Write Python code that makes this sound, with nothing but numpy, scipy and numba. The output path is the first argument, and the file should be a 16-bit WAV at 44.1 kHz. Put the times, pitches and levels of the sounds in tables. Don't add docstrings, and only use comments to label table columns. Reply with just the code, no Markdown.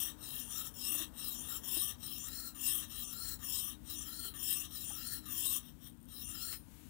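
import sys
import numpy as np
from scipy import signal
from scipy.fft import rfft, irfft
from scipy.io import wavfile
from scipy.ndimage import uniform_filter1d
from numba import njit

SR = 44100
rng = np.random.default_rng(int(sys.argv[2]) if len(sys.argv) > 2 else 0)


def pcm_store(signal):
    levels = np.round(np.clip(np.atleast_2d(signal), -1, 1) * 32767)
    wavfile.write(sys.argv[1], SR, levels.astype(np.int16).T)


def linear_from_db(decibels):
    return 10 ** (np.asarray(decibels, float) / 20)


N = 303849
COARSE = 32

# centre in Hz (0 if sliding), width in Hz, level in dB,
# gain in dB per kHz that the mode rises (standing modes follow the cheek mode).
STONE_MODES = [(0, 126, 6, 25), (1780, 212, 2.5, 2.5), (900, 2000, -2.5, -12)]
CHEEK_MODES = [(0, 264, 4, 18.5), (2778, 116, -1, -13), (3180, 283, 2.5, -11), (3400, 760, -7, 7)]
EDGE_MODES = [(0, 293, -4, 2), (0, 530, -3.5, 1), (0, 364, 3.5, -2), (6835, 200, -12, 3),
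              (8063, 190, -10, -10), (9220, 160, -9.5, 7), (11090, 430, -4.5, 5), (7380, 4900, -7, 7)]
BEVEL_MODES = [(0, 580, 1.5, -1.0), (0, 600, -6, 1.0), (0, 600, -6, 0.1), (13900, 660, -3, 0.1),
               (13900, 1900, -10, 0.1)]
# centre in Hz, share of their shift.
PULLED_MODES = [(12900, 0.49), (15100, 0.85)]
# place, stone in Hz, cheek in Hz,
# three edge modes in Hz, bevel in Hz.
PUSH_MODES = [(0, 1145, 3640, 5660, 8180, 9170, 14400), (.55, 1264, 3860, 5570, 8300, 8900, 14150),
              (1.0, 1200, 3914, 5100, 8500, 10030, 15900), (1.35, 1184, 3850, 5490, 7420, 9760, 14450),
              (2.0, 1154, 3360, 5980, 7180, 9140, 14800), (2.3, 1266, 3610, 5890, 7530, 9640, 14300),
              (2.65, 1332, 3960, 5020, 7420, 11230, 14640), (3.1, 1350, 4260, 5530, 7460, 8970, 15600),
              (3.6, 1330, 4050, 5530, 8070, 10040, 15500)]
PULL_MODES = [(0, 1180, 3780, 5890, 7900, 10160, 14700), (.6, 1166, 3520, 5810, 8320, 9780, 14060),
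              (1.0, 1100, 3810, 5210, 7920, 9150, 13900), (1.5, 985, 3530, 5410, 7630, 9800, 14550),
              (2.2, 1150, 3400, 5710, 6800, 9230, 14700), (3.0, 1230, 3780, 5730, 7200, 9600, 14100),
              (3.6, 1280, 3997, 5300, 7400, 9800, 15000)]
# place, grip in dB, then stone, cheek
# and bevel in dB re edge.
PUSH_SHARE = [(0, 0, -10, -1.5, 4), (.6, -0.69, -14.5, -6, -2), (1.0, 1.5, -18, -3.5, 3.5),
              (1.4, 0.95, -19, -5.5, 4.5), (1.9, -2.3, -24, -12.5, -6.5), (2.2, -1.3, -16.5, -11.5, -5),
              (2.6, -0.61, -9, -5.5, 5), (3.0, 0.15, -14, -4, -0.5), (3.5, 1.2, -11, -2.5, 2.5)]
PULL_SHARE = [(0, 0.084, -7.5, -1, -3), (.6, 0.62, -20, -9.5, -1.5), (1.0, -0.67, -22, -8, -3),
              (1.4, 0.16, -24.5, -10, 0), (2.0, 0, -17, -9, 2), (2.8, -0.12, -6, -6.5, 1),
              (3.5, 0.27, -5.5, -4, -1)]
# centre in Hz, width in Hz, level in dB.
CANCELLATIONS = [(2180, 1000, 0), (10700, 440, -15), (10510, 360, -22), (12450, 860, -7.5), (5930, 140, 6)]
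# share of the way to the next mode, width in Hz, level in dB.
GAPS = [(.55, 900, -1)]
# time in seconds, level in dB.
LIFT_DRAG = [
    (6.47, -36),
    (6.53, 16),
    (6.57, -1),
    (6.585, -37),
]


def rasp():
    grip_db, stone_db, cheek_db, bevel_db = contact(PUSH_SHARE, PULL_SHARE)
    effort_db = stroke_db(grip_db)
    stone_hz, cheek_hz, *edge_hz, bevel_hz = contact(PUSH_MODES, PULL_MODES)
    rise_khz = (cheek_hz - 3700) / 1000
    force = [grit(effort_db, spread_db=1.5) for patch in range(3)]
    judder_db = drift(19.4) + 0.91 * drift(71)

    out = part(EDGE_MODES, edge_hz, rise_khz, force, 1.05 * judder_db)
    out += linear_from_db(stone_db) * part(STONE_MODES, [stone_hz], rise_khz, force, 1.2 * judder_db)
    out += linear_from_db(cheek_db) * part(CHEEK_MODES, [cheek_hz], rise_khz, force, 0.35 * judder_db)
    pulled_hz = [hz + share * (edge - np.mean(edge))
                 for (hz, share), edge in zip(PULLED_MODES, edge_hz[1:])]
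    out += linear_from_db(bevel_db) * part(BEVEL_MODES, [bevel_hz, *pulled_hz], rise_khz, force, 1.6 * judder_db)
    out /= np.sqrt(1 + linear_from_db(cheek_db) ** 2 + linear_from_db(bevel_db) ** 2)

    fill_hz = 700
    for hz, width_hz, db in CANCELLATIONS:
        depth = np.clip(np.abs(hz - edge_hz[-1]) / fill_hz, 0, 1) ** 2
        out = cancel(out, hz, width_hz, db * depth)
    for share, width_hz, db in GAPS:
        gap_hz = cheek_hz + share * (edge_hz[0] - cheek_hz)
        out = cancel(out, gap_hz, width_hz, db)
    holder = linear_from_db(-29.0) * resonate(force[0], 358, 53)
    touching = np.arange(N) / SR < LIFT_DRAG[-1][0] + .03
    return linear_from_db(effort_db) * (out + holder) * touching


def part(modes, sliding, cheek_rise_khz, force, judder_db):
    out, power = 0, 0
    sliding = iter(sliding)
    for k, (hz, width_hz, db, db_per_khz) in enumerate(modes):
        centre_hz = hz if hz else next(sliding)
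        rise_khz = cheek_rise_khz if hz else (centre_hz - np.mean(centre_hz)) / 1000
        gain = linear_from_db(db + db_per_khz * rise_khz + 3.14 * drift(5.5))
        once = resonate(force[k % len(force)], centre_hz, width_hz)
        out = out + gain * resonate(once, centre_hz, 1.59 * width_hz)
        power = power + gain ** 2
    return linear_from_db(judder_db) * out / np.sqrt(power)


def grit(effort_db, spread_db):
    per_s = np.clip(5000 * linear_from_db(.6 * (effort_db + 46) + 3.0 * drift(40)), 300, 20000)
    sizes = linear_from_db(spread_db * np.minimum(rng.exponential(1, N), 5)) * rng.choice([-1, 1], N)
    snapping = rng.random(N) < per_s / SR
    snaps = rms_one(sizes) * snapping * np.sqrt(SR / per_s)
    slurry = 0.81 * rng.standard_normal(N)
    return rms_one(snaps + slurry)


# start, at place 1, at place 2, at farthest node, stop, all in seconds.
PUSHES = [(.16, .285, .48, .58, .72), (1.12, 1.27, 1.41, 1.51, 1.62), (1.97, 2.10, 2.23, 2.35, 2.53),
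          (2.88, 2.99, 3.07, 3.2, 3.385), (3.84, 3.915, 3.98, 4.16, 4.325),
          (4.695, 4.775, 4.89, 5.07, 5.225), (6.06, 6.17, 6.27, 6.43, 6.6)]
# place at farthest node, place at the stop, extra grip over the place-2 belly in dB.
REACH = [(2.45, 2.4, -7), (2.5, 2.42, 0.5), (3.0, 3.5, 1), (3.002, 3.64, -2.5), (3.0, 3.5, 4.5),
         (3.0, 3.7, 5), (3.0, 3.43, 2)]
# at place 2, at place 1, stop, all in seconds.
PULLS = [(.74, .82, 1.09), (1.65, 1.79, 1.965), (2.6, 2.675, 2.875), (3.46, 3.57, 3.77), (4.4, 4.52, 4.69),
         (5.34, 5.49, 5.64)]


def contact(push_rows, pull_rows):
    s, place, pulling = [0], [0.72], [1]
    for push, reach, pull in zip(PUSHES, REACH, [*PULLS, ()]):
        s += [*push, *pull]
        place += [0, 1, 2, *reach[:2], *(2, 1, 0)[:len(pull)]]
        pulling += [0] * 4 + [1] * len(pull) + [0]
    t, s = np.arange(0, N, COARSE) / SR, np.maximum.accumulate(s)
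    here = np.interp(t, s, place)
    back = np.array(pulling)[np.searchsorted(s, t, "right") - 1]
    turn_s = 0.024
    back = uniform_filter1d(back.astype(float), size=max(int(turn_s * SR / COARSE), 1))
    sides = []
    for rows in (push_rows, pull_rows):
        rows = np.array(rows, float)
        row = np.interp(here, np.sort(rows[:, 0]), np.arange(len(rows)))
        k = np.minimum(row.astype(int), len(rows) - 2)
        ease = .5 - .5 * np.cos(np.pi * (row - k))
        sides.append(rows[k, 1:].T * (1 - ease) + rows[k + 1, 1:].T * ease)
    return [fill_in(column) for column in sides[0] * (1 - back) + sides[1] * back]


# up to speed in seconds, slowing in seconds, level in dB,
# gain over the stroke in dB, swell at its middle in dB.
STROKES = [(-0.1, 0.096, -40, -1, 8), (0.233, 0.668, -39.5, 5, 3), (0.763, 1.038, -41.5, 7.5, 8.5),
           (1.193, 1.569, -37, 3.5, -1.5), (1.656, 1.908, -38, 0, 8.5), (2.039, 2.488, -40.5, -1, 0),
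           (2.583, 2.842, -42, -3, 11), (2.927, 3.33, -39, 1, 0.5), (3.443, 3.72, -42, -4, 9),
           (3.899, 4.285, -38.5, 1.5, -2.5), (4.365, 4.657, -42.5, -0.5, 12), (4.735, 5.173, -39.5, 2, 0),
           (5.269, 5.564, -39, 11.5, 7), (5.646, 5.689, -53, 2.5, 1), (5.835, 5.871, -50.5, 6.5, -1),
           (6.123, 6.535, -42.5, 8.5, 2.5)]
# time in seconds, level held back before it in dB.
BITES = [(0.7394, 13), (1.635, 5), (2.5463, 13), (3.39, 11), (4.339, 18), (4.7064, 5), (5.255, 9),
         (6.0861, 3)]


def stroke_db(grip_db):
    t = np.arange(0, N, COARSE) / SR
    rest_db = -73
    speed_up_s, slow_down_s, knee = 0.052, .045, 1.19
    power = linear_from_db(rest_db) ** 2
    for full_s, slow_s, level_db, gain_db, swell_db in STROKES:
        share = np.clip((t - full_s) / (slow_s - full_s), 0, 1)
        rising = (np.maximum(full_s - t, 0) / speed_up_s) ** knee
        falling = (np.maximum(t - slow_s, 0) / slow_down_s) ** knee
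        db = level_db + gain_db * (share - .5) + swell_db * np.sin(np.pi * share)
        power = power + linear_from_db(db - 20 * np.minimum(rising + falling, 10)) ** 2

    bite_db, bite_s, stick_s = 6, .008, 0.0086
    stuck_db = 0
    for s, held_db in BITES:
        held = held_db * np.exp(np.minimum(t - s, 0) / stick_s) * (t < s)
        jolt = bite_db * np.exp(-np.maximum(t - s, 0) / bite_s) * (t >= s)
        stuck_db = stuck_db + held - jolt

    belly_s = .035
    belly_db = sum(reach[2] * np.exp(-((t - push[2]) / belly_s) ** 2)
                   for push, reach in zip(PUSHES, REACH))
    return fill_in(10 * np.log10(power) + belly_db - stuck_db) + grip_db - 6.5


# centre in Hz, level in dB, t60 in seconds.
FREE_MODES = [
    (5098, -81, .16),
    (9200, -79, .3),
    (14220, -73, .2),
]


def lift_off():
    dragging = np.abs(np.arange(N) / SR - LIFT_DRAG[1][0]) < .07
    drag = linear_from_db(in_time(LIFT_DRAG)[0]) * rng.standard_normal(N) * dragging + 1e-18
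    out = linear_from_db(-77.0) * resonate(drag, 1900, 2200)
    for hz, db, t60_s in FREE_MODES:
        out = out + linear_from_db(db) * resonate(drag, hz, np.log(1000) / np.pi / t60_s)
    return out


# time in seconds, peak in dB.
TICKS = [(5.898, -48), (5.9294, -62), (5.9748, -60), (6.0038, -61), (6.0132, -55), (6.0287, -52),
         (6.0444, -57), (6.0555, -50.5)]


def ticks():
    modes = [(8950, 0.5, 0.015), (13600, 4, .005), (7900, -24, .005), (14700, -8, .006)]   # Hz, dB, t60 s
    return sum(ring(s, db + gain_db - 5, hz, t60_s) for s, db in TICKS for hz, gain_db, t60_s in modes)


# time in seconds, peak in dB, pitch in Hz, t60 in seconds.
KNOCKS = [(0.917, -49, 300, 0.099), (0.949, -44.5, 298, 0.17), (1.001, -45.5, 325, 0.15),
          (1.769, -39.5, 327, 0.057), (2.753, -50, 303, 0.04), (4.253, -55, 395.7, 0.24),
          (4.905, -47, 820, 0.04), (5.456, -54, 314, 0.074), (5.563, -55.5, 320, 0.11)]


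def knocks():
    overtones = [(1, -1, 1), (1.9, -6, 0.27), (3.0, -7, 0.19)]
    return sum(ring(s, db + gain_db, ratio * hz, share * t60_s)
               for s, db, hz, t60_s in KNOCKS for ratio, gain_db, share in overtones)


def room(x):
    t = np.arange(SR // 4) / SR
    tail = rng.standard_normal(len(t)) * linear_from_db(-60 * t / 0.06) * (t > .004)
    return signal.fftconvolve(x, tail / np.sqrt(np.sum(tail ** 2)))[:N]


# frequency in Hz, level in dB per Hz.
HUM_SPECTRUM = [(15, -44), (25, -10), (56, 3.5), (113, -3.5), (146, -1), (173, -6), (244, -0.5),
                (310, -21.5), (338, -28.5), (575, -31), (782, -35), (913, -28.5), (1120, -35), (1500, -35),
                (1950, -43), (3300, -120)]
# time in seconds, rumble in dB, distant whir in dB.
SWELL = [(0.0, -61.5, -61), (0.88, -61, -63), (1.57, -61, -60.5), (2.13, -60.5, -66.5), (3.55, -57, -66),
         (3.76, -59.5, -67), (5.56, -60, -68.5), (5.93, -63, -72.5), (6.41, -56, -68), (6.89, -62.5, -71)]
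# centre in Hz, width in Hz, level in dB.
DUCTS = [
    (59.6, 43, -74),
    (245.7, 18, -64.5),
    (302.7, 1.28, -66),
]
# time in seconds, level in dB.
AIR = [(0, -66), (5.7, -68), (6.0, -73), (6.6, -66), (6.65, -67.5), (6.74, -61), (6.89, -61)]


def room_tone():
    hz = np.maximum(np.fft.rfftfreq(N, 1 / SR), 1)
    shape_hz, shape_db = np.transpose(HUM_SPECTRUM)
    shape = linear_from_db(np.interp(np.log(hz), np.log(shape_hz), shape_db))
    noise = rfft(rng.standard_normal(N)) * shape
    rumble_db, whir_db = in_time(SWELL)
    rumble = linear_from_db(rumble_db + 0.5) * rms_one(irfft(noise * (hz < 110), N))
    hum = linear_from_db(-61.5) * rms_one(irfft(noise * (hz >= 110) * (hz < 380), N))
    whir = linear_from_db(whir_db - 5) * rms_one(irfft(noise * (hz >= 380), N))
    tones = sum(linear_from_db(db) * resonate(rng.standard_normal(N), tone_hz, width_hz)
                for tone_hz, width_hz, db in DUCTS)
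    highpass = signal.butter(1, 1200, "high", fs=SR, output="sos")
    hiss = signal.sosfilt(highpass, rng.standard_normal(N))
    air = linear_from_db(in_time(AIR)[0]) * cancel(hiss, hz=5000, width_hz=3200, db=-6.5)
    return rumble + hum + whir + tones + air


def rms_one(x):
    return x / np.sqrt(np.mean(x ** 2) + 1e-20)


def in_time(rows):
    s, *columns = np.transpose(rows)
    return [np.interp(np.arange(N) / SR, s, c) for c in columns]


def fill_in(coarse):
    return np.interp(np.arange(N) / COARSE, np.arange(len(coarse)), coarse)


def drift(rate_hz):
    r = np.exp(-2 * np.pi * rate_hz / SR)
    return rms_one(signal.lfilter([1], [1, -2 * r, r * r], rng.standard_normal(N + SR))[SR:])


@njit
def glide(x, cosine, r):
    y = np.zeros(len(x))
    for i in range(2, len(x)):
        y[i] = x[i] - x[i - 2] + 2 * r * cosine[i] * y[i - 1] - r * r * y[i - 2]
    return y


def resonate(x, hz, width_hz):
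    cosine = np.cos(2 * np.pi * hz / SR) * np.ones(N)
    return rms_one(glide(x, cosine, np.exp(-np.pi * abs(width_hz) / SR)))


def cancel(x, hz, width_hz, db):
    r = np.exp(-np.pi * abs(width_hz) / SR)
    cosine = np.cos(2 * np.pi * hz / SR) * np.ones(N)
    band = (1 - r * r) / 2 * glide(x, cosine, r)
    return x - (1 - linear_from_db(np.minimum(db, 0))) * band


def ring(at_s, db, hz, t60_s):
    out, first, t60_s = np.zeros(N), int(at_s * SR), max(t60_s, .002)
    t = np.arange(min(int(2 * t60_s * SR), N - first)) / SR
    out[first:first + len(t)] = linear_from_db(db - 60 * t / t60_s) * np.sin(2 * np.pi * hz * t)
    return out


def scene():
    blade = rasp() + lift_off() + ticks() + knocks()
    left = linear_from_db(5.5) * (blade + linear_from_db(-8.5) * room(blade) + room_tone())
    return np.array([left, np.zeros(N)])


def band_limit(x):
    return signal.sosfilt(signal.butter(12, 16380, fs=SR, output="sos"), x)


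def record(dry):
    rumble_cut = signal.butter(6, 38, "high", fs=SR, output="sos")
    top_cut = signal.ellip(12, 1, 80, 15750, fs=SR, output="sos")
    mix = signal.sosfilt(top_cut, signal.sosfilt(rumble_cut, dry))
    return band_limit(mix)


dry = scene()
out = record(dry)
pcm_store(out)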